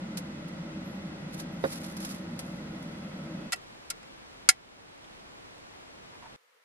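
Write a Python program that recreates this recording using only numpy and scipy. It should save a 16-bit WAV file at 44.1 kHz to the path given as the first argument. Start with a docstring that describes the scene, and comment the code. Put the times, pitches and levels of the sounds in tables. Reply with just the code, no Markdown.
"""Supper in a small camper cabin. First a heater fan rumbles while thin wrapping crinkles, a faint high whistle
comes and goes, and something hollow knocks. At 3.5 s the rumble is abruptly gone, and a plastic lid is pried
off a soup cup: its rim slips in two crackles, then its dome flips with one loud snap that makes a limiter turn
the sound down. A drop ticks into the soup, a hand brushes softly as it takes the lid aside, and for the last
moment the room's hiss is much quieter."""
import sys
import numpy as np
from scipy import signal
from scipy.fft import rfft, irfft
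from scipy.io import wavfile
from scipy.ndimage import uniform_filter1d, minimum_filter1d

SR = 44100
rng = np.random.default_rng(int(sys.argv[2]) if len(sys.argv) > 2 else 0)


def unload_audio(sound):
    """Save the sound as a 16-bit wav file, at the path given as the first command line argument."""
    columns = np.transpose(np.atleast_2d(sound))
    # keep every value between -1 and 1, then stretch to whole-number steps
    steps = np.round(np.clip(columns, -1, 1) * 32767)
    wavfile.write(sys.argv[1], SR, steps.astype(np.int16))


N = 293088
RING = 13230  # samples in one short sound (0.3 s)
TIME = np.arange(N) / SR
AGE = TIME[:RING]  # seconds since a short sound began

# The lid's modes, the tones it rings with. Each row: pitch in Hz, level in dB, seconds to fade by 60 dB.
LID_MODES = [(756, -18.5, .105), (920, -22, .05), (1080, -21, .05), (1388, 2.5, .042), (1540, -13, .046),
             (1700, -7, .065), (1970, -13, .095), (2100, -4.5, .062), (2216, -1, .054), (2514, -10, .054),
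             (2595, -14, .06), (2790, -8, .05), (3155, -12, .06), (3460, -12, .05), (3906, -3, .04),
             (4085, -6, .036), (4153, -.5, .04), (4545, -5, .038), (4761, -3, .038), (4908, 2.5, .04),
             (4992, -.5, .04), (5085, 0, .04), (5298, -2, .04), (6129, 0, .038), (6929, -1, .034),
             (7400, -4, .03), (7800, -3, .028), (8560, 0, .028), (8699, 2, .03), (9168, -1, .033),
             (9750, -4, .03), (10700, -6, .028)]
BUILD_CYCLES = 3  # vibrations that a mode of the plastic takes to build up
BURST_FADE_S = .014  # how fast the first burst of a crack dies away


def undb(db):
    """Turn decibels into a factor to multiply by."""
    return 10 ** (np.asarray(db) / 20)


def unit(x):
    """Scale a signal to an average (rms) level of 1."""
    return x / np.sqrt(np.mean(x ** 2))


def fade(fade_s):
    """A struck thing dies away, by 60 dB in `fade_s` seconds."""
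    return np.exp(-np.log(1000) * AGE / max(fade_s, 1e-3))


def swell(rise_s):
    """A smooth start that takes `rise_s` seconds."""
    return np.sin(np.pi / 2 * np.minimum(AGE / max(rise_s, 1e-5), 1)) ** 2


def wobble(samples):
    """A random wavering: noise smoothed over so many samples."""
    return unit(uniform_filter1d(rng.standard_normal(N), size=samples))


def noise(colour, size, resonances=()):
    """Noise with a colour (how strong it is at each frequency), lifted or dipped at resonances."""
    hz = np.maximum(np.fft.rfftfreq(size, 1 / SR), 1)
    points, levels = np.transpose(colour)
    db = np.interp(np.log(hz), np.log(points), levels)
    for centre, width, lift in resonances:
        db = db + lift / (1 + (2 * (hz - centre) / width) ** 2)
    return unit(irfft(rfft(rng.standard_normal(size)) * undb(db), size))


def stereo(mid, side):
    """Left and right from a part they share (mid) and a part that is opposite in each (side)."""
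    return np.array([mid + side, mid - side])


def wide(colour, size, side_db):
    """Stereo noise, as scattered by near walls; a low `side_db` makes both ears alike."""
    return unit(stereo(noise(colour, size), undb(side_db) * noise(colour, size)))


def pan(x, left_db):
    """Lean a sound to the left, or to the right if `left_db` is negative."""
    return x * undb(np.array([[left_db], [-left_db]]) / 2)


def ring(modes, spread, apart, scatter_db, cycles=0, stretch=1):
    """Fading tones that build up over some `cycles`, their pitches multiplied by `stretch`."""
    out = np.zeros((2, RING))
    for hz, db, fade_s in modes:
        # each tone reaches one ear `apart` radians early and the other as much late
        phase = spread * rng.standard_normal() + apart * rng.choice([-1, 1]) * np.array([[1], [-1]])
        gain = undb(db + scatter_db * rng.standard_normal((2, 1)))
        shape = swell(cycles / hz) * fade(fade_s)
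        out += gain * shape * np.sin(2 * np.pi * hz * stretch * AGE + phase)
    return out


def tilt(x, slope_db):
    """Brighten or dull a short sound by so many dB an octave around 4 kHz."""
    octaves = np.log2(np.maximum(np.fft.rfftfreq(RING, 1 / SR), 1000) / 4000)
    return irfft(rfft(x) * undb(slope_db * octaves), RING)


def low_cut(x, hz):
    """Weaken the sound below `hz`: small things give off little bass."""
    return signal.sosfilt(signal.butter(2, hz, "highpass", fs=SR, output="sos"), x)


def add(out, start_s, sound):
    """Mix a short sound in at its start time."""
    start = int(start_s * SR)
    out[:, start:start + RING] += sound[:, :N - start]


def room_tone(quiet_from_s=6.362):
    """An even hiss that gives way to a much quieter one at the end."""
    # The hiss's mid and side parts, then the quieter hiss. Each row: frequency in Hz, level in dB.
    mid_colour = [(15, -40.5), (25, -2.5), (181, -2.5), (709, -6), (811, -7), (1350, -10), (1460, -11),
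                  (2300, -12), (8780, -27.5), (12400, -35.5), (15000, -60.5)]
    side_colour = [(15, -52.5), (25, -35), (80, -20.5), (186, -5.5), (271, -6), (318, 0), (415, -11.5),
                   (450, -3), (856, -5), (1500, -7.5), (4260, -14.5), (11500, -29), (15000, -39.5)]
    quiet_colour = [(59, -63), (100, -30), (362, -13), (457, 4), (640, -6), (1340, 1.5), (1520, -3),
                    (2000, 0), (2320, -4), (8580, -17), (10200, -16), (10800, -18), (12600, -21),
                    (15500, -19)]
    hiss = stereo(undb(-55) * noise(mid_colour, N), undb(-50.5) * noise(side_colour, N))
    quiet = undb(-66) * wide(quiet_colour, N, side_db=1)
    return np.where(TIME < quiet_from_s, hiss, quiet)


def fan(cut_s=3.502):
    """Swirling air booms in the heater duct, alike in both ears, with a spread-out rush around it."""
    # The boom and the rush of the air. Each row: frequency in Hz, level in dB.
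    boom_colour = [(25, -24), (55, -23), (88, -13), (118, -19), (155, -2.5), (190, 0), (250, -7),
                   (380, -21), (620, -30), (950, -25.5), (1500, -36.5), (2600, -36.5), (5000, -42),
                   (12000, -84)]
    rush_colour = [(40, -34), (180, 12), (330, 11), (700, 5), (1400, -1), (3800, .5), (7000, -8),
                   (11000, -13.5), (15000, -47)]
    # Resonances of the duct and cabin. Each row: centre in Hz, width in Hz, lift in dB.
    resonances = [(174, 59, 1), (320.2, 15.7, 13), (449, 42, -7.5), (567, 210, 15.5), (803, 8.2, 12.5),
                  (1308, 94, 10.5), (1450, 114, 10.5), (1600, 50, 8), (1990, 305, 12), (2560, 22, 13),
                  (3385, 17, 15)]
    boom = undb(-39.5) * noise(boom_colour, N, resonances)
    rush = undb(-54.5) * noise(rush_colour, N, resonances[5:])
    heard = np.clip((cut_s - TIME) / .0044, 0, 1)
    return stereo(boom, rush) * heard


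def whistle(waver_share=.005, flicker_db=3.5):
    """A faint, rough tone near the top of hearing that wanders up and down and comes and goes."""
    # The path of the whistle. Each row: time in seconds, pitch in Hz, level in dB.
    path = [(.825, 10400, -90), (.845, 11200, -68), (.865, 11680, -68), (.9, 11500, -71),
            (.937, 11020, -70), (.975, 12350, -78), (1.005, 11500, -83), (1.035, 10880, -76),
            (1.075, 11250, -77), (1.1, 11150, -95), (1.17, 10900, -95), (1.205, 11400, -76),
            (1.27, 10500, -80), (1.32, 10600, -100), (1.505, 11100, -100), (1.535, 11620, -69),
            (1.56, 11900, -90)]
    times, pitches, levels = np.transpose(path)
    hz = np.interp(TIME, times, pitches) * (1 + waver_share * wobble(60))
    gain = np.interp(TIME, times, undb(levels), left=0, right=0) * undb(flicker_db * wobble(60))
    return gain * np.sin(2 * np.pi * np.cumsum(hz) / SR)


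def brushes():
    """Soft, dull rubs of the hand that takes the lid aside."""
    # The rubs. Each row: start in seconds, level in dB, rise in seconds, fade in seconds.
    rubs = [(6.122, -51, .02, 0.14), (6.146, -47, .012, 0.074), (6.215, -43, 0.025, 0.16),
            (6.25, -45.5, 0.014, 0.12)]
    # Their dull noise. Each row: frequency in Hz, level in dB.
    rub_colour = [(200, -22), (600, -16), (800, -11), (910, 0), (1020, -4), (1150, -13), (1350, -12),
                  (3500, -24), (6000, -37), (12000, -52)]
    out = np.zeros((2, N))
    for start_s, db, rise_s, fade_s in rubs:
        add(out, start_s, undb(db) * swell(rise_s) * fade(fade_s) * wide(rub_colour, RING, side_db=-10))
    return out


def drip(start_s=5.041):
    """A drop falls from the wet lid into the soup with a faint tick."""
    # The tick of the drop. Each row: frequency in Hz, level in dB.
    tick_colour = [(1000, -25), (2400, -12), (2900, 0), (3600, -1), (4300, -15), (9000, -18), (14000, -35)]
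    out = np.zeros((2, N))
    add(out, start_s, undb(-49) * swell(.002) * fade(.06) * wide(tick_colour, RING, side_db=-1))
    return out


def wrapping(swell_db=13, release_share=.9, grain_db=2.2, tick_rise_s=.0021, tick_fade_s=.071):
    """Thin wrapping slides in strokes with a grainy hiss, and its creases give way in bright ticks."""
    # Sliding strokes. Each row: fastest moment in seconds, level in dB, seconds to grow by swell_db.
    strokes = [(1.344, -44.5, 0.021), (1.401, -39.5, 0.024), (1.655, -47.5, 0.033), (1.73, -41, 0.077),
               (1.88, -48.5, 0.14), (2.037, -41, 0.036), (2.112, -43.5, 0.07), (2.48, -57.5, 0.18),
               (2.92, -63.5, 1)]
    # Creases giving way. Each row: start in seconds, level in dB.
    creases = [(.171, -32), (0.1776, -37.5), (.4804, -51.5), (1.668, -46), (1.713, -43), (1.731, -42),
               (1.755, -41.5), (1.831, -46), (1.841, -40), (1.966, -38.5), (2.002, -39), (2.025, -44),
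               (2.047, -33.5), (2.09, -42), (2.108, -46), (2.145, -44), (2.181, -52), (2.39, -33.5),
               (2.824, -50)]
    # The noise of the sheet. Each row: frequency in Hz, level in dB.
    sheet_colour = [(500, -8), (1500, -0.5), (3000, -3), (5000, 0), (7500, -5), (11000, -0.5),
                    (13000, -9.5), (15500, -22.5)]
    power = np.zeros(N)
    for peak_s, db, build_s in strokes:
        from_peak = np.maximum(peak_s - TIME, (TIME - peak_s) / release_share) / build_s
        power += undb(db - swell_db * from_peak) ** 2
    flutter = undb(grain_db * wobble(260))  # the sheet catches and slips
    out = wide(sheet_colour, N, side_db=6.5) * np.sqrt(power) * flutter
    # a tick starts to fall only once the crease has given way
    fall = fade(tick_fade_s)
    shape = swell(tick_rise_s) * np.minimum(fall / np.interp(tick_rise_s, AGE, fall), 1)
    for start_s, db in creases:
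        add(out, start_s, undb(db) * shape * wide(sheet_colour, RING, side_db=6.5))
    return pan(out, left_db=-1.5)


def knock(left_lag_s=.00023):
    """A hollow knock and its softer rebound, off to the right: later and weaker in the left ear."""
    # The two hits. Each row: start in seconds, level in dB, treble tilt in dB per octave.
    hits = [(1.6392, -18.8, -0.2), (1.6503, -26.5, -1.2)]
    # The tones of the hollow thing. Each row: pitch in Hz, level in dB, fade in seconds.
    hollow_modes = [(162, -19, .06), (282, -7.5, .06), (410, -7, .08), (460, -9, .075), (537, 1.5, .068),
                    (640, -4, .042), (783, -9, .06), (847, -11, .07), (1080, -14, .06), (1200, -13, .06),
                    (1420, -10, .05), (1585, -9.5, .062), (1810, -17, .05), (2425, -25, .05),
                    (3750, -17, .03), (4750, -20, .025)]
    # The thud of a hit. Each row: frequency in Hz, level in dB.
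    thud_colour = [(120, -22), (270, -11.5), (600, 7.5), (900, -7), (1700, 5), (2800, -14.5), (4800, -18),
                   (8000, -34)]
    out = np.zeros((2, N))
    for start_s, db, slope_db in hits:
        thud = undb(-10.5) * wide(thud_colour, RING, side_db=-4) * fade(.06)
        tones = ring(hollow_modes, spread=.25, apart=.2, scatter_db=0)
        add(out, start_s, undb(db) * tilt(swell(.001) * (tones + thud), slope_db))
    left, right = low_cut(out, hz=85)
    late_left = np.interp(TIME - left_lag_s, TIME, left)
    return pan(np.array([late_left, right]), left_db=-5)


def cabin_echo():
    """The padded cabin's short, dull answer to a crack."""
    # The echo's noise. Each row: frequency in Hz, level in dB.
    echo_colour = [(300, -22), (900, -12), (1500, -3), (2100, 0), (3400, -6), (5000, -6), (9000, -13),
                   (15000, -32)]
    return undb(-22) * wide(echo_colour, RING, side_db=1) * fade(.11)


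def prying(bend_share=.005):
    """Each slip of the lid's rim cracks the thin plastic and sets the cup and the lid ringing."""
    # The rim slips and buckles. Each row: start in seconds, level in dB, the cup's and then the lid's
    # ringing in dB relative to the crack, treble tilt in dB per octave.
    slips = [(3.5213, -29.5, -4.5, -20, -.5), (3.5248, -31.5, -3, -18, -3), (3.5294, -27.5, -4, -18, -3),
             (3.5313, -30.5, -1.5, -22, -2), (3.5352, -35, 2, -12, -3), (3.5592, -49, -20, -20, 0.5),
             (3.9014, -32, -11, -12.5, 1.5), (3.9046, -32, -9.5, -10, -0.5), (3.908, -42, -2, -3, -3),
             (4.029, -53.5, -6, -9.5, -8.5), (5.5794, -57, -35, -15, -4)]
    # The crack of the rim against the cup. Each row: frequency in Hz, level in dB.
    crack_colour = [(200, -30), (600, -11), (1050, -17), (1400, -9), (2500, -4), (4500, -4), (5100, 1),
                    (6000, -2), (8200, 2), (9100, -3), (10900, 1), (12500, -10), (15500, -28)]
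    # The tones of the cup with its lid on. Each row: pitch in Hz, level in dB, fade in seconds.
    cup_modes = [(590, -13, .035), (730, -10, .045), (785, -12, .045), (1270, -17, .045), (1384, -4, .062),
                 (1890, -7, .06), (1970, -5, .075), (2230, -10, .04), (2440, -10, .04), (2660, -4.5, .05),
                 (2804, -10, .045), (3090, -10, .05), (3454, -6, .04), (3915, -6, .035), (4205, -6, .035),
                 (4500, -9, .04), (4866, -3, .04), (4980, -3, .038), (5436, -5, .036), (6970, -4, .035),
                 (7403, -4, .035), (7876, -4, .035), (8300, -4, .035)]
    out = np.zeros((2, N))
    for start_s, db, cup_db, lid_db, slope_db in slips:
        stretch = 1 + bend_share * rng.standard_normal()  # bending shifts the pitches at each slip
        crack = wide(crack_colour, RING, side_db=1) * (fade(.042) + undb(-3) * fade(BURST_FADE_S))
        cup = ring(cup_modes, spread=1.2, apart=.68, scatter_db=.6, cycles=BUILD_CYCLES, stretch=stretch)
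        lid = ring(LID_MODES, spread=1.2, apart=.68, scatter_db=.6, cycles=BUILD_CYCLES, stretch=stretch)
        sound = crack + undb(cup_db) * cup + undb(lid_db) * lid + cabin_echo()
        add(out, start_s, undb(db) * tilt(sound * swell(.0009), slope_db))
    return low_cut(out, hz=480)


def snap(start_s=4.4888, level_db=-4.7, wall_lag_s=.005):
    """The freed lid flips its dome: a bright burst, ringing, a faint thud and a slap off a near wall."""
    # The first burst, the lid's crowded high tones (too close to tell apart) and the air that the dome
    # pushes. Each row: frequency in Hz, level in dB.
    burst_colour = [(500, -34), (2500, -18), (4100, -6), (5000, -2), (6200, 0), (7000, 1.5), (8000, 0),
                    (8800, 4), (10400, -1), (11800, -13), (15000, -33)]
    crack_colour = [(100, -34), (620, -34), (900, -24), (1200, -25), (1400, -11), (2200, -5), (3400, -10),
                    (4900, 0), (7000, -1), (9000, -1), (10800, -3), (13000, -16), (15500, -32)]
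    thud_colour = [(40, -8), (120, -4), (300, 0), (450, -4), (700, -12), (2000, -40)]
    burst = undb(6) * wide(burst_colour, RING, side_db=-5) * fade(BURST_FADE_S)
    crack = wide(crack_colour, RING, side_db=2) * fade(.05)
    tones = ring(LID_MODES, spread=1.3, apart=.68, scatter_db=.6, cycles=BUILD_CYCLES)
    lid = undb(-4.2) * pan(tones, left_db=-2.5)
    thud = undb(-33) * wide(thud_colour, RING, side_db=-8) * fade(.06)
    slap = undb(-2.5) * wide(burst_colour, RING, side_db=8) * fade(.03)
    onset = swell(.0011)
    plastic = low_cut((burst + crack + lid + cabin_echo()) * onset, hz=480)
    out = np.zeros((2, N))
    add(out, start_s, plastic + thud * onset)
    add(out, start_s + wall_lag_s, slap * onset)
    return undb(level_db) * out


def scene():
    """Everything that sounds in the cabin."""
    return fan() + room_tone() + prying() + snap() + drip() + wrapping() + knock() + brushes() + whistle()


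def limiter(x, ceiling_db, attack_s, release_db_per_s):
    """Turn the sound down when its level passes the ceiling, then let it come back steadily."""
    memory = np.exp(-1 / (attack_s * SR))
    power = signal.lfilter([1 - memory], [1, -memory], np.mean(x ** 2, axis=0))
    over_db = np.maximum(10 * np.log10(power + 1e-18) - ceiling_db, 0)
    recovery_db = release_db_per_s * TIME
    cut_db = np.maximum.accumulate(over_db + recovery_db) - recovery_db
    return x * undb(-cut_db)


def record(dry, max_peak=.98, top_hz=15200):
    """A limiter dips the level at the snap and looks ahead to tame its peaks; the top treble is cut."""
    limited = limiter(dry, ceiling_db=-7.5, attack_s=.0026, release_db_per_s=8)
    safe_gain = max_peak / np.maximum(np.abs(limited), max_peak)
    smooth_gain = uniform_filter1d(minimum_filter1d(safe_gain, size=25), size=25)
    treble_cut = signal.ellip(8, .2, 70, top_hz, fs=SR, output="sos")
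    return signal.sosfilt(treble_cut, limited * smooth_gain)


dry = scene()
out = record(dry)
unload_audio(out)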